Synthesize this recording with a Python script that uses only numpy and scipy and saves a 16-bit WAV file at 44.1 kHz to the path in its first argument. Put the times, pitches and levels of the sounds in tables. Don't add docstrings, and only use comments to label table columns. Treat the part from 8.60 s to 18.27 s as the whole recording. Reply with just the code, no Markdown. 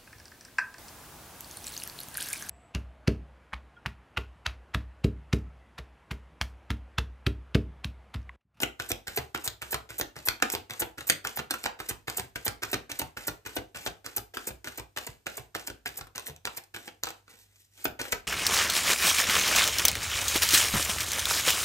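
import sys
import numpy as np
from scipy import signal
from scipy.fft import rfft, irfft, next_fast_len
from scipy.io import wavfile
from scipy.ndimage import map_coordinates

SR = 44100
rng = np.random.default_rng(int(sys.argv[2]) if len(sys.argv) > 2 else 0)


def generate_wav(sig):
    pcm = np.round(np.clip(np.atleast_2d(sig).T, -1, 1) * 32767).astype(np.int16)
    wavfile.write(sys.argv[1], SR, pcm)


def ratio_of_db(decibels):
    return 10 ** (np.asarray(decibels, float) / 20)


N = 426447

# frequency in Hz, level in dB.
AIR_COLOUR = [(30, -12), (50, 0), (90, -3), (170, -15), (700, -30), (9000, -29), (16000, -33)]
# frequency in Hz, level in dB.
MAINS_HUM = [(49.7, -68), (99, -71)]
# frequency in Hz, time to fall 60 dB in seconds.
ROOM_DECAY = [(80, 0.25), (400, 0.29), (2000, 0.26), (10000, 0.22)]
# frequency in Hz, level in dB.
FURNISHINGS = [(300, 4.5), (900, 5), (2500, -1), (4000, 0), (6500, -3.5), (12000, -4.5)]
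# frequency in Hz, likeness as a share.
PORT_LIKENESS = [(60, 0.63), (300, 1), (550, 0.0034), (2500, 0), (4200, 0), (8000, 0.61), (15000, 0)]
# delay in seconds, level in dB.
NEAR_ECHOES = [(.0005, -8), (.0011, -10.5), (.0022, -6.5), (.0035, -2.5), (.006, -9.5), (.009, -12),
               (.024, -20)]

# frequency in Hz, phase in radians.
PORT_LEAD = [(0, 0), (300, .1), (600, 1.1), (1500, .9), (2300, 2.3), (3000, 3.1), (4200, 4.1), (5700, 5),
             (7800, 6.28), (10500, 9.42), (13200, 12.57), (16500, 16.2)]
# frequency in Hz, level in dB.
TREBLE_END = [(15100, 2), (15900, -30.5), (16500, -46.5), (16600, -93.5)]
# frequency in Hz, level in dB.
SUM_COLOUR = [(9800, 0), (10250, -30), (10850, -30), (11150, 0)]
# frequency in Hz, level in dB.
DIFFERENCE_COLOUR = [(1500, 0), (3000, -3), (7300, -1), (7800, -22), (8300, -1), (12600, -2), (13100, -24),
                     (13700, 3)]

# frequency in Hz, width in Hz, level in dB.
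PILE_RESONANCES = [(341, 273, -3), (506, 131, 1), (767, 190, -4.5), (1470, 244, -1.5), (2585, 1230, -4)]
# frequency in Hz, level in dB.
EDGE_COLOUR = [(1500, -12), (2500, 0), (4000, -1), (6000, -3), (7700, -5), (10500, -7), (13000, -8),
               (16000, -9)]
# frequency in Hz, level in dB.
LOW_HISS = [(3000, -12), (5000, -11.5), (7500, 1), (9500, -3.5), (11000, -17.5)]
# frequency in Hz, level in dB.
HIGH_HISS = [(8000, -27), (10500, -3.5), (13000, -8), (15000, -6.5), (16500, -32)]
# frequency in Hz, level in dB.
RUSTLE_SHEEN = [(900, -28.5), (2500, -9), (7500, -5.5), (13000, -8.5), (16000, -15)]

# time in seconds, card rustle in dB, bright rustle in dB.
SQUARING = [(8.66, -80, -101), (8.699, -63, -60), (8.745, -61.5, -66), (8.77, -69, -64.5), (8.82, -70, -59),
            (8.88, -79.5, -78), (8.96, -77.5, -71), (9.02, -81.5, -63.5), (9.09, -89, -79),
            (9.201, -59, -55.5), (9.24, -62, -55)]
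# start in seconds, knock delay in seconds, knock in dB, edge click in dB, drag in dB.
BRISK_TOUCHES = [(.194, 0.0042, -22.5, -14, -58), (0.47, 0.0097, -32, -2, -55.5),
                 (.745, 0.0017, -19.5, -16.5, -60), (1.015, 0.0086, -30, -10, -59),
                 (1.291, 0.013, -34.5, -8, -60), (1.557, 0.0075, -34, -9, -62),
                 (1.819, .004, -9.5, -14.5, -59), (2.097, 0.01, -28, -7, -59),
                 (2.376, 0.0051, -31.5, -12.5, -62), (2.643, 0.0056, -22, -14.5, -57.5),
                 (2.901, 0.0067, -21, -2.5, -57), (3.19, .011, -27, -12, -58.5),
                 (3.473, 0.007, -22, -19, -55.5), (3.754, 0.0029, -24.5, -11.5, -62),
                 (4.02, .013, -23, -7.5, -57), (4.295, 0.021, -33, 2.5, -57),
                 (4.568, .003, -31.5, -14, -57)]
# start in seconds, knock delay in seconds, knock, edge click and drag in dB.
EASY_PACE_TOUCHES = [(4.852, 0.01, -30, -11, -58.5), (5.147, 0.011, -35, -7, -56.5),
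                     (5.445, 0.017, -30, -3, -60), (5.739, 0.031, -25.5, -11, -57),
                     (6.044, 0.028, -28, -12, -59.5), (6.363, .009, -23.5, -11, -57),
                     (6.66, 0.0072, -21, -15, -58), (6.946, 0.0034, -22, -13, -59.5),
                     (7.255, .003, -22, -10.5, -60.5), (7.551, 0.0062, -36.5, -0.5, -60),
                     (7.849, 0.0035, -25, -3, -61.5), (8.141, .004, -31, -12.5, -60),
                     (8.43, 0.0049, -28.5, 3, -69), (9.392, 0.0047, -27.5, -21, -53)]
# start in seconds, hiss in dB, slide in seconds, dullness in dB, tip pop in dB.
BRISK_SLIPS = [(0.012, -20.5, 0.0092, -5, -27), (.288, -22.5, 0.016, -1, -26.5), (.559, -21, .015, -8, -20),
               (0.8386, -22.5, .024, 2, -31.5), (1.106, -21, 0.021, -6, -24),
               (1.381, -17.5, 0.016, -6.5, -27.5), (1.653, -18, 0.02, -11, -28),
               (1.9176, -20.5, 0.02, 0.5, -26), (2.194, -17.5, 0.014, -5, -32),
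               (2.4673, -22, 0.025, -6, -33.5), (2.757, -21, .016, -17.5, -26.5),
               (3.032, -30.5, 0.009, 5, -32.5), (3.286, -20, .012, 1.5, -35),
               (3.567, -20.5, 0.015, -0.5, -28), (3.8469, -19.5, 0.017, -14, -21.5),
               (4.111, -31, 0.019, -3, -21.5), (4.389, -20, 0.0069, -1, -27.5),
               (4.6681, -19.5, 0.012, -3, -22)]
# start in seconds, hiss in dB, slide in seconds, dullness and tip pop in dB.
EASY_PACE_SLIPS = [(4.953, -24.5, 0.012, -20, -23), (5.246, -32.5, 0.017, -1, -23.5),
                   (5.562, -12.5, 0.0079, -9.5, -36.5), (5.8677, -22, 0.019, 2, -34.5),
                   (6.174, -26.5, 0.0067, 1.5, -31), (6.466, -24.5, 0.0042, 7.5, -31.5),
                   (6.768, -24, .01, 0.5, -32.5), (7.0666, -28, 0.012, 2.5, -32.5),
                   (7.368, -26.5, 0.018, -1.5, -35), (7.656, -31.5, 0.027, -1.5, -36),
                   (7.963, -28, 0.016, -2, -37), (8.255, -47.5, 0.02, 7, -37.5),
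                   (9.241, -16.5, 0.012, -30, -21), (9.5135, -35, 0.0089, 10, -38)]
# start in seconds, pop peak in dB, air pocket in Hz, edge click in dB.
FLAT_SLAPS = [(.032, -16, 2050, -8.5), (.316, -27, 690, 4), (0.586, -35, 1140, -4), (.876, -29.5, 1470, 5),
              (1.143, -20.5, 1160, -7.5), (1.411, -20.5, 1820, -6), (1.685, -14, 1540, -5),
              (1.95, -26.5, 854, -0.5), (2.219, -19, 870, -20), (2.498, -13, 2140, 0),
              (2.786, -33.5, 1470, -5), (3.058, -16, 850, -34), (3.31, -30.5, 855, -11),
              (3.596, -29, 900, 0.5), (3.879, -29, 1200, 4.5), (4.141, -28, 1200, 1),
              (4.416, -24, 860, -11.5), (4.69, -43, 900, -21), (4.981, -41, 805, -91),
              (5.273, -38.5, 690, 2), (5.58, -30, 820, -1.5), (5.905, -34.5, 730, -28),
              (6.196, -34, 999, -5), (6.489, -49, 800, -18), (6.795, -45, 800, -5), (7.1, -40, 800, -14),
              (7.41, -34, 1357, -6.5), (7.697, -38, 800, -8), (9.264, -53, 874, -34),
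              (9.526, -18, 1440, -7.5)]
# start in seconds, pop peak in # dB, air pocket in Hz, edge click in
# dB.
LOOSE_CARDS = [(.002, -33, 890, -3), (0.023, -45.5, 2190, 12), (.472, -30, 1820, -13),
               (2.098, -36.5, 1490, -8), (3.039, -41.5, 1500, 9.5), (4.049, -42, 1500, 1),
               (4.394, -37.5, 1480, 8), (4.696, -44, 900, 0), (6.044, -58.5, 1590, 16.5),
               (9.254, -25, 1480, -9.5), (1.588, -39, 1450, -6), (2.135, -34.5, 1370, -7),
               (2.407, -36.5, 1390, -3.5), (2.671, -26, 1280, -2.5), (2.939, -24.5, 1330, -9),
               (3.498, -39, 1250, 6.5), (5.292, -39, 620, -35), (5.873, -33, 451, -26),
               (6.384, -36.5, 1290, 2), (6.689, -48.5, 1380, -8), (7.469, -46, 1200, -8.5),
               (7.579, -30, 1130, -3.5), (7.872, -25, 1280, -20), (8.163, -31, 1470, -7),
               (8.47, -26, 1110, -11), (8.504, -35.5, 805, -5), (8.679, -46.5, 1294, -16),
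               (9.414, -28, 1470, -4), (9.452, -31.5, 1650, -16),
               (2.49, -33, 2900, -1), (2.506, -43, 2700, -11), (1.9, -27, 4700, 0), (2.79, -24, 1400, -13),
              (4.028, -29, 1500, -14), (4.131, -23.5, 1720, -8), (4.1, -42, 1600, -5),
              (4.892, -42, 1200, -10), (5.263, -28, 1200, -15), (5.187, -42.5, 1500, -4),
              (5.572, -37, 2500, 2.5), (6.061, -42, 1600, -17), (7.1, -32, 1600, -15),
              (6.081, -40, 610, -7), (6.364, -38, 1500, -8), (8.278, -38.5, 1500, -4),
              (6.995, -40, 1910, -3), (7.073, -42, 1500, 8.5), (0.76, -39, 1100, -16),
              (1.8, -39, 1400, -18)]
# start in seconds, click in dB.
EDGE_TICKS = [(.221, -40), (0.775, -40), (1.018, -36), (1.025, -43), (1.312, -52), (1.853, -45),
              (2.129, -49), (2.522, -33), (2.692, -43), (3.056, -31), (3.289, -33.5), (3.3, -36),
              (3.525, -49), (3.762, -39), (4.871, -43), (5.17, -40), (5.458, -45), (5.747, -41.5),
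              (5.78, -48), (5.842, -58), (6.083, -40.5), (6.964, -38), (7.004, -54), (7.01, -51),
              (7.275, -35.5), (7.29, -43), (7.595, -39), (7.667, -37), (7.762, -48), (7.865, -39),
              (8.037, -51.5), (7.973, -37), (8.455, -39), (8.487, -38.5), (8.492, -44), (8.516, -59),
              (8.958, -58.5), (9.522, -26)]
# time in seconds, peak in dB.
PALM_PUSH = [
    (0, -41),
    (2.4, -44),
    (3, -45),
    (3.9, -40.5),
    (5.6, -45),
    (7.7, -48.5),
    (8.4, -44),
    (9.2, -46.5),
    (9.6, -39),
]

KNOCK_HZ, TIP_HZ, RELEASE_HZ = 1490, 697, 660
POCKET_SPREAD = 0.02
FIRST_DB, FIRST_CLICK_DB = 14, -10
RELEASE_DB, RELEASE_CLICK_DB, RELEASE_S = -24.5, -7.5, .005
TIP_CLICK_DB = -12
FLAP_HZ, FLAP_DB, FLAP_S = 420, -7.5, .004
TICK_POP_DB = -8
TIGHT_HZ, SLACK_HZ_PER_S2, TIGHTEST_S = 173, 190, 7
OVERRUN_S = 0.0013
BRUSH_DB, BRUSH_S, BRUSH_DULL_DB = 12, 0.023, 4
DRAG_S, DRAG_BRIGHT_DB = 0.11, 1.5
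PALM_HZ, PALM_SPREAD = 101.5, 0.14
TOUCH_PUSH_DB, KNOCK_SHARE = -0.5, 0.22


def unit(x):
    return x / np.sqrt(np.mean(x ** 2) + 1e-20)


def along(points, hz):
    f, v = np.transpose(points)
    return np.interp(np.log(hz + 1), np.log(f + 1), v)


def filtered(x, response):
    m = next_fast_len(N + SR // 2)
    return irfft(rfft(x, m) * response(np.fft.rfftfreq(m, 1 / SR)), m)[..., :N]


def coloured(x, spectrum):
    return filtered(x, lambda hz: ratio_of_db(along(spectrum, hz)))


def add(track, s, sound):
    part = track[round(s * SR):][:len(sound)]
    part += sound[:len(part)]


def floor():
    shared, opposed = rng.standard_normal((2, N))
    opposed = filtered(opposed, lambda hz: hz / (hz + 250))
    ports = np.array([shared + opposed, shared - opposed])
    air = ratio_of_db(-72) * unit(coloured(ports, AIR_COLOUR))
    t = np.arange(N) / SR
    hum = np.zeros(N)
    for hz, db in MAINS_HUM:
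        sway = map_coordinates(rng.standard_normal(round(8 * N / SR) + 4), [8 * t])
        hum += ratio_of_db(db + 0.5 + 2 * sway) * np.sin(2 * np.pi * hz * t)
    return air + np.sqrt(2) * hum


def tail():
    hz, t, z = signal.stft(rng.standard_normal((2, SR // 2)), SR, nperseg=256)
    turn = np.arccos(np.clip(along(PORT_LIKENESS, hz), 0, 1))[:, None] / 2
    same = z[0] * np.cos(turn)
    other = z[1] * np.sin(turn)
    decay_db = along(FURNISHINGS, hz)[:, None] - 60 * t / along(ROOM_DECAY, hz)[:, None]
    fading = np.array([same + other, same - other]) * ratio_of_db(decay_db)
    late = signal.istft(fading, SR, nperseg=256)[1]
    late = ratio_of_db(-10.0) * np.pad(late, ((0, 0), (300, 0))) / np.linalg.norm(late[0])
    for delay, db in NEAR_ECHOES:
        moved = delay * ratio_of_db(.8 * rng.standard_normal())
        late[:, round(moved * SR)] += ratio_of_db(db) * rng.uniform(-0.3, 1.1, size=2)
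    return late


def room(x):
    wet = np.zeros((2, N + SR))
    step = SR // 7
    for k in range(0, N, step):
        answer = signal.fftconvolve(x[None, k:k + step], tail(), axes=1)
        wet[:, k:k + answer.shape[1]] += answer
    return wet[:, :N]


def deck(f):
    response = 0
    for k, (centre, width, db) in enumerate(PILE_RESONANCES):
        damping = 1j * f * width
        response = response + (-1) ** k * ratio_of_db(db) * damping / (centre * centre - f * f + damping)
    return response


def grit(grain_db, rate):
    jumps = map_coordinates(rng.standard_normal(int(N * rate / SR) + 4), [np.arange(N) * rate / SR])
    return unit(ratio_of_db(grain_db * jumps) * rng.standard_normal(N))


def rustle():
    s, body_db, bright_db = np.transpose(SQUARING)
    t = np.arange(N) / SR
    body = ratio_of_db(np.interp(t, s, body_db, -120, -120))
    bright = ratio_of_db(np.interp(t, s, bright_db, -120, -120))
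    t = t[:SR // 3]
    for s, *_, drag_db in BRISK_TOUCHES + EASY_PACE_TOUCHES:
        stroke = (1 - np.exp(-t / 0.0023)) / (1 + (t / (DRAG_S + 0.041)) ** 6)
        brush = 1 + 4 * np.exp(-t / 0.023)
        add(body, s - .002, ratio_of_db(drag_db) * stroke * brush)
        add(bright, s - .002, ratio_of_db(drag_db + DRAG_BRIGHT_DB) * stroke)
    creep = grit(grain_db=3.0, rate=300)
    return body * unit(filtered(creep, deck)) + bright * unit(coloured(creep, RUSTLE_SHEEN))


def rubs():
    brushes = [(s, drag_db + BRUSH_DB, BRUSH_S, BRUSH_DULL_DB)
               for s, *_, drag_db in BRISK_TOUCHES + EASY_PACE_TOUCHES]
    full_slides = [(s, db, slide + OVERRUN_S, dull_db)
                   for s, db, slide, dull_db, _ in BRISK_SLIPS + EASY_PACE_SLIPS]
    return brushes + full_slides


def slides():
    upper, lower = np.zeros(N), np.zeros(N)
    t = np.arange(SR // 8) / SR
    for s, db, length, dull_db in rubs():
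        u = t / max(length, .004)
        stroke = (1 - np.exp(-u / 0.16)) / (1 + u ** 7)
        add(upper, s, ratio_of_db(db - 13.0) * stroke)
        add(lower, s, ratio_of_db(db + dull_db - 17.0) * stroke)
    rub = grit(grain_db=3.5, rate=700)
    return upper * unit(coloured(rub, HIGH_HISS)) + lower * unit(coloured(rub, LOW_HISS))


def pushes():
    rows = [(s, 0) for s, *_ in FLAT_SLAPS]
    for s, after, knock_db, *_ in BRISK_TOUCHES + EASY_PACE_TOUCHES:
        rows.append((s + after, TOUCH_PUSH_DB + KNOCK_SHARE * knock_db))
    pitch = PALM_HZ * np.exp(PALM_SPREAD * rng.standard_normal(len(rows)))
    return [(s, db + np.interp(s, *np.transpose(PALM_PUSH)), hz) for (s, db), hz in zip(rows, pitch)]


def thumps():
    palm = np.zeros(N)
    t = np.arange(SR // 5) / SR
    for s, db, hz in pushes():
        push = ratio_of_db(-60 * t / 0.048) * np.sin(2 * np.pi * hz * t)
        table = ratio_of_db(-11.0 - 60 * t / 0.27) * np.sin(2 * np.pi * .6 * hz * t)
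        add(palm, s, ratio_of_db(db + 14.0) * (push + table) * (1 - np.exp(-t / 0.0025)))
    return palm


def landings():
    rows = []
    for s, after, knock_db, click_db, drag_db in BRISK_TOUCHES + EASY_PACE_TOUCHES:
        tightness_hz = max(TIGHT_HZ - SLACK_HZ_PER_S2 * (s - TIGHTEST_S) ** 2, 0)
        rows.append((s, drag_db + FIRST_DB, KNOCK_HZ, FIRST_CLICK_DB))
        rows.append((s + after, knock_db, KNOCK_HZ + tightness_hz, click_db))
    for s, hiss_db, slide, _, tip_db in BRISK_SLIPS + EASY_PACE_SLIPS:
        rows.append((s + RELEASE_S, hiss_db + RELEASE_DB, RELEASE_HZ, RELEASE_CLICK_DB))
        rows.append((s + slide, tip_db, TIP_HZ, TIP_CLICK_DB))
        rows.append((s + slide + FLAP_S, tip_db + FLAP_DB, FLAP_HZ, TIP_CLICK_DB))
    rows += [(s, db + TICK_POP_DB, KNOCK_HZ, -TICK_POP_DB) for s, db in EDGE_TICKS]
    spread = np.exp(POCKET_SPREAD * rng.standard_normal(len(rows)))
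    varied = [(s, db, hz * k, click_db) for (s, db, hz, click_db), k in zip(rows, spread)]
    return varied + FLAT_SLAPS + LOOSE_CARDS


def slaps():
    clicks, pops, crunch = np.zeros(N), np.zeros(N), np.zeros(N)
    t = np.arange(SR // 14) / SR
    grains = np.pad(grit(grain_db=7.0, rate=600), (0, len(t)))
    for s, db, pocket_hz, click_db in landings():
        snap = ratio_of_db(-60 * t / 0.0045) * (1 - np.exp(-t / 0.00013)) * rng.standard_normal(len(t))
        snap[0] = 0.6 * np.linalg.norm(snap)
        add(clicks, s + 0.001, ratio_of_db(db + click_db + 27.5) * snap / np.linalg.norm(snap))

        pop = ratio_of_db(-60 * t / 0.0059) * np.sin(2 * np.pi * pocket_hz * t) * (1 - np.exp(-t / 0.00039))
        add(pops, s + 0.00121, ratio_of_db(db + 6.0) * pop)

        fade = ratio_of_db(-60 * t / 0.041) * (1 - np.exp(-(t / 0.00074) ** 2))
        cards = fade * grains[round(s * SR):][:len(t)]
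        cards = ratio_of_db(db + 0.5) * cards * np.linalg.norm(fade) / np.linalg.norm(cards)
        add(pops, s - .001, ratio_of_db(-20.5) * signal.fftconvolve(cards, pop[:SR // 50]))
        add(crunch, s - .001, cards)
    edges = coloured(clicks + ratio_of_db(-18.5) * crunch, EDGE_COLOUR)
    return edges + pops + ratio_of_db(5.0) * filtered(crunch, deck)


def scene():
    cards = rustle() + slides() + thumps() + slaps()
    direct = cards * ratio_of_db([[-.9], [.9]])
    heard = direct + room(cards)

    def port_phase(hz):
        half_lead = np.interp(hz, *np.transpose(PORT_LEAD)) / 2
        return np.exp(1j * half_lead * np.array([[1], [-1]]))

    return filtered(heard, port_phase) + floor()


def top_cut(x):
    return signal.sosfilt(signal.butter(12, 16510, fs=SR, output="sos"), x)


def record(dry):
    left, right = filtered(dry, lambda hz: (1j * hz / (50 + 1j * hz)) ** 4 * ratio_of_db(along(TREBLE_END, hz)))
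    mid = coloured((left + right) / 2, SUM_COLOUR)
    side = coloured((left - right) / 2, DIFFERENCE_COLOUR)
    both = np.array([mid + side, mid - side])
    rounded = .85 * np.tanh(both / .85)
    return top_cut(rounded)


dry = scene()
out = record(dry)
generate_wav(out)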